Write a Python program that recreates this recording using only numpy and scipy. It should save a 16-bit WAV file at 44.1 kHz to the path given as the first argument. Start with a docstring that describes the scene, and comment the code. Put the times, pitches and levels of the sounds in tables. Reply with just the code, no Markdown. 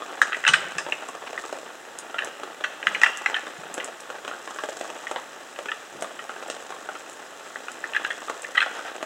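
"""Two stags fight on a grassy slope at a forest edge, heard from a distance.
From the start: scuffed turf, rustling grass and light touches (noise puffs, bursts) over steady filtered noise.
Locked antlers knock (burst and mode), then free ones clack (damped modes, scrapes) and their tips crack.
Heavy shoves thud (low mode), hooves stamp (turf and grass bursts), stalks snap (sharp bursts) and
hooves drag (band noise). Noise tails give the echo of slope and trees to all timed blows but the drags."""
import sys
import numpy as np
from scipy import signal
from scipy.fft import rfft, irfft, next_fast_len
from scipy.io import wavfile
from scipy.ndimage import map_coordinates

SR = 44100
rng = np.random.default_rng(int(sys.argv[2]) if len(sys.argv) > 2 else 0)


def generate_wav(sig):
    """Save sig (samples, or channels by samples) to the path in sys.argv[1] as 16-bit PCM at SR."""
    pcm = np.round(np.clip(np.atleast_2d(sig).T, -1, 1) * 32767).astype(np.int16)
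    wavfile.write(sys.argv[1], SR, pcm)


N = 399105

# Effort of the feet. Each row: time in seconds, scuffed turf in dB, dry grass in dB; only swings about the mean count.
TRAMPLE_CURVE = [(0.0, -36.5, -52), (0.7, -38.5, -50.5), (1.23, -41, -52.5), (1.43, -38, -50),
                 (1.66, -41, -52), (2.67, -43.5, -59.5), (2.9, -37.5, -50), (3.6, -38.5, -52),
                 (4.03, -41.5, -54.5), (4.54, -46, -50), (4.74, -41.5, -49), (5.01, -41, -51),
                 (5.27, -45, -51.5), (5.85, -44, -52), (6.35, -40.5, -51), (7.33, -45.5, -52),
                 (7.66, -40.5, -51.5), (7.99, -40, -51), (8.8, -41, -50), (9.05, -37.5, -52.5)]
# Locked antlers shift and knock, damped by the pressure on them. Each row: start in seconds, relative level in dB.
LOCKED_KNOCKS = [(.021, -22), (.865, -21), (1.088, -23), (1.226, -26.5), (1.439, -26), (2.144, -21),
                 (3.469, -22.5), (4.313, -22.5), (4.337, -27), (4.476, -21.5), (4.561, -29), (4.587, -19.5),
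                 (5.038, -30), (5.161, -16), (6.045, -23), (6.294, -22), (6.364, -29.5), (6.723, -25),
                 (6.889, -21), (6.953, -25), (8.283, -24), (8.662, -19), (8.793, -23.5)]
# Antler on antler. Each row: start in seconds, relative level in dB, struck tine pitch in Hz, skid in seconds.
ANTLER_CLASHES = [(0.2164, -1, 1728, 0.00081), (0.3219, -18, 1590, 0.00084), (0.33, -12.5, 1650, 0.0016),
                  (0.345, -13, 1920, 0.0049), (0.4394, -15, 1920, 0.0028), (0.4504, -9.5, 1476, .003),
                  (0.4652, -8.5, 1720, .009), (0.478, -4.5, 1510, 0.0058), (0.4861, -7.5, 2950, 0.008),
                  (.5328, -16, 1410, .003), (0.5366, -3, 1590, 0.0065), (.54, -4.5, 2680, 0.0048),
                  (0.7828, -15, 1130, 0.0066), (0.9226, -10.5, 2160, 0.0058), (1.377, -17, 1970, 0.0037),
                  (2.184, -16, 1620, 0.0076), (2.1895, -12, 1730, 0.0013), (2.221, -17.5, 1730, 0.0022),
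                  (2.639, -11, 1350, 0.009), (2.828, -18.5, 1650, 0.00078), (2.8697, -1, 1610, 0.00063),
                  (2.9474, -10.5, 2350, 0.011), (3.0155, -10, 1630, 0.004), (3.034, 0, 2030, 0.0054),
                  (3.061, -8.5, 1600, 0.0095), (3.26, -5, 1980, 0.0024), (3.343, -12, 3040, 0.0018),
                  (3.345, -17, 1720, 0.0075), (3.364, -16, 1830, 0.0072), (3.8, -18, 1940, 0.0047),
                  (5.069, -18.5, 1980, .004), (5.561, -26.5, 2630, .003), (5.685, -22.5, 1550, .008),
                  (5.717, -15.5, 1360, 0.0038), (6.191, -23.5, 1310, 0.0098), (6.5, -26, 2730, 0.00053),
                  (7.558, -19.5, 1910, 0.0011), (7.683, -17.5, 1420, .001), (7.8403, -16.5, 1940, 0.0054),
                  (7.9352, -18, 2780, 0.0038), (7.948, -16.5, 1720, .012), (7.964, -10.5, 1740, 0.0038),
                  (8.048, -12, 1610, 0.0019), (8.0484, -22, 3020, .002), (8.1047, -16, 1940, .006),
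                  (8.445, -22, 1880, 0.0048), (8.551, -17, 1620, 0.011), (8.571, -12, 1460, 0.021),
                  (8.578, -5.5, 1970, 0.0036), (8.604, -9.5, 2600, 0.0041), (8.616, -11, 1600, 0.016)]
# Hard tips that catch and crack. Each row: start in seconds, peak before echo in dB.
TIP_CRACKS = [(0.2179, -10.5), (.4784, -3), (0.4887, -9), (0.5362, -7.5), (.7838, -13.5), (3.016, -17.5),
              (3.0343, -12), (6.501, -16)]
# Weight of bodies meeting the ground. Each row: start in seconds, relative level in dB.
BODY_THUDS = [(0.49, -36.5), (0.541, -42), (0.754, -46.5), (2.875, -42.5), (3.584, -43.5)]
# Heavier hoof falls. Each row: start in seconds, relative level in dB.
HOOF_STAMPS = [(0.887, -25), (1.15, -25.5), (1.527, -20), (2.273, -22), (2.434, -20), (2.609, -25),
               (3.299, -19), (3.779, -18.5), (3.884, -27), (4.102, -21), (4.249, -23.5), (4.279, -18.5),
               (4.508, -24.5), (4.637, -17.5), (4.688, -21), (4.811, -19.5), (4.846, -26.5), (4.902, -21.5),
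               (5.113, -16.5), (5.589, -21), (5.658, -22), (6.023, -17.5), (6.5, -19), (6.705, -24),
               (8.2985, -15.5), (9.028, -15)]
# Dry stalks breaking. Each row: start in seconds, peak before echo in dB.
STALK_SNAPS = [(1.087, -25), (1.988, -17), (2.247, -18.5), (3.173, -17.5), (3.742, -17.5), (3.845, -17),
               (4.006, -24.5), (6.01, -26), (6.024, -18.5), (6.481, -29), (7.097, -27), (7.131, -30),
               (7.718, -23.5), (8.421, -22)]
# A hoof ploughs the turf. Each row: centre in seconds, half length in seconds, level in dB, centre frequency in Hz.
HOOF_DRAGS = [(1.274, 0.01, -31, 1240), (2.247, 0.037, -34.5, 704), (4.16, 0.011, -35, 850),
              (5.982, 0.059, -42, 425), (8.769, 0.026, -35, 1070), (8.877, 0.028, -32.5, 1120)]
# Nominal modes of an antler rack. Each row: frequency in Hz, relative level in dB, t60 in seconds.
RACK_MODES = [(1355, -13.5, 0.041), (1673, -5, 0.011), (1880, 1.5, 0.013), (2510, 8, 0.0053),
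              (2820, -3.5, 0.0072), (3150, -11.5, 0.014), (3873, -13.5, 0.013)]

# Spectrum of scuffed or struck turf. Each row: frequency in Hz, relative density in dB.
TURF_SPECTRUM = [(70, -43.5), (280, 0.5), (550, 8), (1400, 4.5), (3300, -5.5), (9000, -39)]
# Spectrum of dry grass, also of the hiss. Each row: frequency in Hz, relative density in dB.
GRASS_SPECTRUM = [(1500, -19), (3300, -0.5), (5500, -1.5), (7800, 2.5), (9500, -14.5), (16000, -23)]
# Spectrum of open air. Each row: frequency in Hz, relative density in dB.
AIR_SPECTRUM = [(25, -87), (85, -26), (300, -5), (520, -2.5), (1800, -3), (5000, -19.5), (16000, -30)]
# Spectrum of bone scraping bone. Each row: frequency in Hz, relative density in dB.
BONE_SPECTRUM = [(90, -78), (900, 1), (1400, 5.5), (3000, 2.5), (4100, -9.5), (6000, -33.5)]
# Spectrum of a hard crack. Each row: frequency in Hz, relative density in dB.
CRACK_SPECTRUM = [(250, -59), (3000, 11.5), (5600, 10), (8600, 7.5), (16000, -82)]
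# Spectrum of a breaking stalk. Each row: frequency in Hz, relative density in dB.
STALK_SPECTRUM = [(200, -12), (5000, 11.5), (7800, 23.5), (16000, -12)]
# Filter of the side channel. Each row: frequency in Hz, gain in dB.
SIDE_GAIN = [(60, 10.5), (250, -9.5), (1300, -16.5), (2400, -41.5), (7000, -29.5), (13000, -15)]
# Hollows in the heard response. Each row: frequency in Hz, width in Hz, gain at centre in dB.
RESPONSE_NOTCHES = [(996, 98, -12), (2213, 470, -8), (4490, 560, -9.5), (13340, 1600, -12)]

TOP_HZ = 15850
LEAD_SAMPLES = SR // 40  # sliding contact ahead of each blow
CATCH_DB = 16.5  # jolt as two surfaces catch, over the crackle
SCUFF_DB, SCUFF_DB_PER_DB = -43, 1.16  # usual level; swing with the trampling
GRASS_DB, GRASS_DB_PER_DB = -54, 3.36
TOUCHES_PER_S, TOUCH_DB = 14, -8  # level is relative to the scuffing
BEAM_HZ, BEAM_OCTAVES = 1860, 0.099  # main beam resonance and its reach
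TINE_DB = 3.5  # struck tine over the rack
BEAM_DB, BEAM_DB_PER_DB = 19, 0.39  # tine gain in tune with the beam; growth with blow level
FOCUS_DB_PER_OCTAVE = 6.5  # loss of rack modes away from the struck tine
SLIDE_S = 0.013  # a skid this long halves the tine's own note
CRUNCH_DB, CRUNCH_DB_PER_DB = -9.5, 0.62  # crushed stems, offset from the stamp level; growth with stirred grass
LEFT_SHARE = 0.027  # antlers meet just left of centre


def amp(db):
    """Decibels to gain."""
    return 10 ** (np.asarray(db) / 20)


def unit(x):
    """x at rms 1."""
    return x / np.sqrt(np.mean(x ** 2) + 1e-20)


def peaked(x):
    """x at peak 1."""
    return x / np.abs(x).max()


def along(points, hz):
    """(Hz, value) points interpolated on a log frequency axis."""
    f, values = np.transpose(points)
    return np.interp(np.log(hz + 1), np.log(f), values)


def coloured(x, spectrum):
    """x through a minimum-phase filter, found by folding the cepstrum of the (Hz, dB) points."""
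    size = 2048
    gain = amp(along(spectrum, np.fft.rfftfreq(size, 1 / SR)))
    cepstrum = irfft(np.log(gain))
    cepstrum[1:size // 2] *= 2
    cepstrum[size // 2 + 1:] = 0
    response = irfft(np.exp(rfft(cepstrum)))
    return signal.fftconvolve(x, response)[:len(x)]


def wobble(knots_per_s):
    """A smooth random curve through normally distributed knots."""
    knots = rng.standard_normal(int(N * knots_per_s / SR) + 4)
    return map_coordinates(knots, [np.arange(N) * knots_per_s / SR])


def fade(t60_s):
    """Exponential decay lasting half a second."""
    return np.exp(-np.log(1000) * np.arange(SR // 2) / SR / t60_s)


def ring(hz, t60_s):
    """One damped mode that starts when the surfaces catch; contact softens about its first cycle."""
    cycles = hz * np.arange(SR // 8) / SR
    onset = 1 - np.exp(-(cycles / 1.56) ** 2)
    mode = np.sin(2 * np.pi * cycles) * fade(t60_s)[:len(cycles)] * onset
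    return np.pad(mode, (LEAD_SAMPLES, SR // 2 - LEAD_SAMPLES - len(mode)))


def grains(size, spread_db):
    """Noise of tiny impulses of very unequal strength, rms 1."""
    strength = amp(spread_db * rng.standard_normal(size))
    return unit(rng.standard_normal(size) * strength)


def burst(spectrum, t60_s, lead_db=-30, lead_t60_s=0.0045):
    """Crackle of peak 1: surfaces slide for a moment, catch with a jolt, and the noise dies away."""
    slide = amp(lead_db) * fade(lead_t60_s)[:LEAD_SAMPLES][::-1]
    shape = np.concatenate([slide, fade(t60_s)])[:SR // 2]
    jolt = amp(CATCH_DB) * (np.arange(SR // 2) == LEAD_SAMPLES)
    crackle = grains(SR // 2, spread_db=2.5) * shape
    return peaked(coloured(jolt + crackle, spectrum))


def outdoors(blow, near_db, forest_db, forest_t60_s, near_t60_s=0.093):
    """A blow, its scatter off the nearby slope and its longer answer from the trunks, both as noise tails."""
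    near = grains(SR // 2, spread_db=5) * (fade(near_t60_s) - fade(near_t60_s / 5))
    forest = rng.standard_normal(SR // 2) * (fade(forest_t60_s) - fade(near_t60_s))
    near_path = amp(near_db) * near / np.linalg.norm(near)
    forest_path = amp(forest_db) * forest / np.linalg.norm(forest)
    return blow + signal.fftconvolve(blow, near_path + forest_path)[:len(blow)]


def add(track, start_s, sound):
    """Mix a sound into the track so that its blow falls at start_s."""
    start = round(start_s * SR) - LEAD_SAMPLES
    sound = sound[max(-start, 0):]
    room = track[max(start, 0):][:len(sound)]
    room += sound[:len(room)]


def trampling(at_s):
    """Swings of scuffing and stirred grass about their mean levels, in dB."""
    time_s, *levels_db = np.transpose(TRAMPLE_CURVE)
    return [np.interp(at_s, time_s, level_db - level_db.mean()) for level_db in levels_db]


def patter(hits_per_s, spread_db, t60_s):
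    """Small contacts at random moments, each a brief puff of noise; rms 1."""
    strength = amp(spread_db * rng.uniform(-0.7, 1, N))
    power = (rng.random(N) < hits_per_s / SR) * strength ** 2
    envelope = np.sqrt(np.abs(signal.fftconvolve(power, fade(t60_s / 2))[:N]))
    return unit(envelope * rng.standard_normal(N))


def light_touches():
    """Hooves, tines and twigs touch lightly at random moments: one short mixed burst, repeated; rms 1."""
    hits = (rng.random(N) < TOUCHES_PER_S / SR) * rng.uniform(.3, 1, N)
    touch = burst(TURF_SPECTRUM, t60_s=.013)
    touch = touch + amp(-4) * burst(BONE_SPECTRUM, t60_s=.011)
    touch = touch + amp(-4) * burst(GRASS_SPECTRUM, t60_s=.008)
    return unit(signal.fftconvolve(hits, touch)[:N])


def trampled_ground():
    """Feet scuff the turf and stir dry grass: patter of puffs under one shared random effort."""
    scuff_swing_db, grass_swing_db = trampling(np.arange(N) / SR)
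    scuff_db = SCUFF_DB + SCUFF_DB_PER_DB * scuff_swing_db
    grass_db = GRASS_DB + GRASS_DB_PER_DB * grass_swing_db
    effort_db = 1.6 * wobble(knots_per_s=9.7)
    clods = patter(hits_per_s=170, spread_db=6.5, t60_s=.022)
    scuff = amp(scuff_db + effort_db) * unit(coloured(clods, TURF_SPECTRUM))
    stems = patter(hits_per_s=300, spread_db=9, t60_s=.011)
    grass = amp(grass_db + .5 * effort_db) * unit(coloured(stems, GRASS_SPECTRUM))
    return scuff + grass + amp(scuff_db + TOUCH_DB) * light_touches()


def open_air():
    """The steady rush of the open air: two layers of filtered noise."""
    hiss = amp(-54.5) * unit(coloured(rng.standard_normal(N), GRASS_SPECTRUM))
    air = amp(-43.5) * unit(coloured(rng.standard_normal(N), AIR_SPECTRUM))
    return hiss + air


def slope():
    """Trampled ground over open air, drawn afresh at each call."""
    return trampled_ground() + open_air()


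def locked_antlers():
    """Beams pressed together slip and catch: a dull burst with one short mode."""
    track = np.zeros(N)
    for start_s, db in LOCKED_KNOCKS:
        beam = ring(1300 * rng.lognormal(0, 0.14), t60_s=0.014)
        knock = peaked(burst(TURF_SPECTRUM, t60_s=0.018) + amp(3.5) * beam)
        add(track, start_s, outdoors(amp(db + 2.5) * knock, near_db=-3, forest_db=-7.5, forest_t60_s=0.34))
    return track


def chatter(skid_s):
    """Contact force: one impulse, then uneven ones while the tines skid over each other's ridges."""
    t = np.arange(-2 * LEAD_SAMPLES, 2 * LEAD_SAMPLES + 1) / SR
    ridges = (rng.random(len(t)) < 2000 / SR) * rng.normal(0, .6, len(t))
    return (t == 0) + ridges * (t > 0) * np.exp(-(t / skid_s) ** 4)


def rack_ring(tine_hz):
    """The whole rack's damped modes; each contact point shares the blow differently among them."""
    shares = amp(rng.normal(0, 2.5, len(RACK_MODES))) * rng.choice([-1, 1], len(RACK_MODES))
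    total = 0
    for share, (hz, level_db, t60_s) in zip(shares, RACK_MODES):
        loss_db = FOCUS_DB_PER_OCTAVE * abs(np.log2(hz / tine_hz))
        total = total + share * amp(level_db - loss_db) * ring(hz * rng.normal(1, 0.048), t60_s)
    return total


def tine_ring(tine_hz, db, skid_s):
    """The struck tine's mode: a hard blow in tune with the beam concentrates it, a long skid weakens it."""
    in_tune = np.exp(-(np.log2(tine_hz / BEAM_HZ) / BEAM_OCTAVES) ** 2)
    gain_db = TINE_DB + in_tune * (BEAM_DB + BEAM_DB_PER_DB * db)
    return amp(gain_db) * ring(tine_hz, t60_s=0.011) / (1 + skid_s / SLIDE_S)


def clashing_antlers():
    """Each contact's force scrapes bone on bone and rings the struck tine and the rack."""
    track = np.zeros(N)
    for start_s, db, tine_hz, skid_s in ANTLER_CLASHES:
        skid_s = max(skid_s, 1 / SR)
        modes = rack_ring(tine_hz) + tine_ring(tine_hz, db, skid_s)
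        force = chatter(skid_s)
        clack = amp(db + 1.3) * peaked(signal.fftconvolve(modes, force, "same"))
        grit = burst(BONE_SPECTRUM, t60_s=0.013) + amp(-12) * burst(CRACK_SPECTRUM, t60_s=0.011)
        scrape = amp(db - 8.0) * peaked(signal.fftconvolve(grit, force, "same"))
        add(track, start_s, outdoors(clack, near_db=-8, forest_db=-15, forest_t60_s=.7))
        add(track, start_s, outdoors(scrape, near_db=-1.5, forest_db=-3.5, forest_t60_s=1.0))
    return track


def antler_tips():
    """Hard tips catch with a brief bright crack."""
    track = np.zeros(N)
    for start_s, db in TIP_CRACKS:
        crack = amp(db) * burst(CRACK_SPECTRUM, t60_s=0.0065)
        add(track, start_s, outdoors(crack, near_db=-1.0, forest_db=-5.5, forest_t60_s=0.27))
    return track


def shoves():
    """Heavy bodies brace against soft ground: one low, short mode."""
    track = np.zeros(N)
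    for start_s, db in BODY_THUDS:
        thud = peaked(ring(178 * rng.normal(1, .1), t60_s=.035))
        add(track, start_s, outdoors(amp(db + 3.0) * thud, near_db=-3.5, forest_db=-1.5, forest_t60_s=0.77))
    return track


def hooves():
    """A hoof brushes through dry grass, knocks dead on the turf and crushes the stems under it."""
    track = np.zeros(N)
    for start_s, db in HOOF_STAMPS:
        crunch_db = db + CRUNCH_DB + CRUNCH_DB_PER_DB * trampling(start_s)[1]
        sod = ring(640 * rng.lognormal(0, 0.081), t60_s=0.017)
        turf = burst(TURF_SPECTRUM, t60_s=.018, lead_db=-26, lead_t60_s=.08)
        knock = peaked(turf + amp(-2) * sod)
        crunch = burst(GRASS_SPECTRUM, t60_s=0.04, lead_db=-12.0, lead_t60_s=0.089)
        step = amp(db + 3.0) * knock + amp(crunch_db) * crunch
        add(track, start_s, outdoors(step, near_db=-6, forest_db=-7, forest_t60_s=0.53))
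    return track


def stalks():
    """Brittle stalks break with a thin, sharp tick."""
    track = np.zeros(N)
    for start_s, db in STALK_SNAPS:
        tick = amp(db) * burst(STALK_SPECTRUM, t60_s=0.0065, lead_db=-10, lead_t60_s=0.0094)
        add(track, start_s, outdoors(tick, near_db=-4.5, forest_db=-15, forest_t60_s=0.17))
    return track


def drags():
    """A sliding hoof ploughs the turf: two octaves of noise that swell and fade."""
    t = np.arange(N) / SR
    track = np.zeros(N)
    for centre_s, half_s, db, hz in HOOF_DRAGS:
        soil = signal.butter(2, [hz / 2, hz * 2], "band", fs=SR, output="sos")
        scrape = unit(signal.sosfilt(soil, rng.standard_normal(N)))
        track += amp(db) * np.exp(-((t - centre_s) / half_s) ** 2) * scrape
    return track


def scene():
    """The fight lies almost straight ahead; mainly rustle and scattered echoes differ between the ears."""
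    clashes = clashing_antlers() + antler_tips()
    blows = locked_antlers() + clashes + shoves() + hooves() + stalks() + drags()
    scatter = rng.standard_normal(SR // 2) * fade(t60_s=0.28)
    echoes = signal.fftconvolve(blows, scatter / np.linalg.norm(scatter))[:N]
    mid = blows + slope()
    side = coloured(slope() + amp(-4.0) * echoes, SIDE_GAIN) + LEFT_SHARE * clashes
    return np.array([mid + side, mid - side])


def record(dry):
    """Narrow hollows colour the sound; peaks clip at full scale, then the band is limited."""
    size = next_fast_len(N + SR // 2)
    f = np.fft.rfftfreq(size, 1 / SR)
    response = 1
    for hz, width_hz, db in RESPONSE_NOTCHES:
        damping = 1j * f * width_hz
        response = response * (1 - (1 - amp(db)) * damping / (hz ** 2 - f ** 2 + damping))
    heard = irfft(rfft(dry, size) * response, size)
    clipped = np.clip(heard, -1, 1)
    return irfft(rfft(clipped) * (f < TOP_HZ), size)[:, :N]


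dry = scene()
out = record(dry)
generate_wav(out)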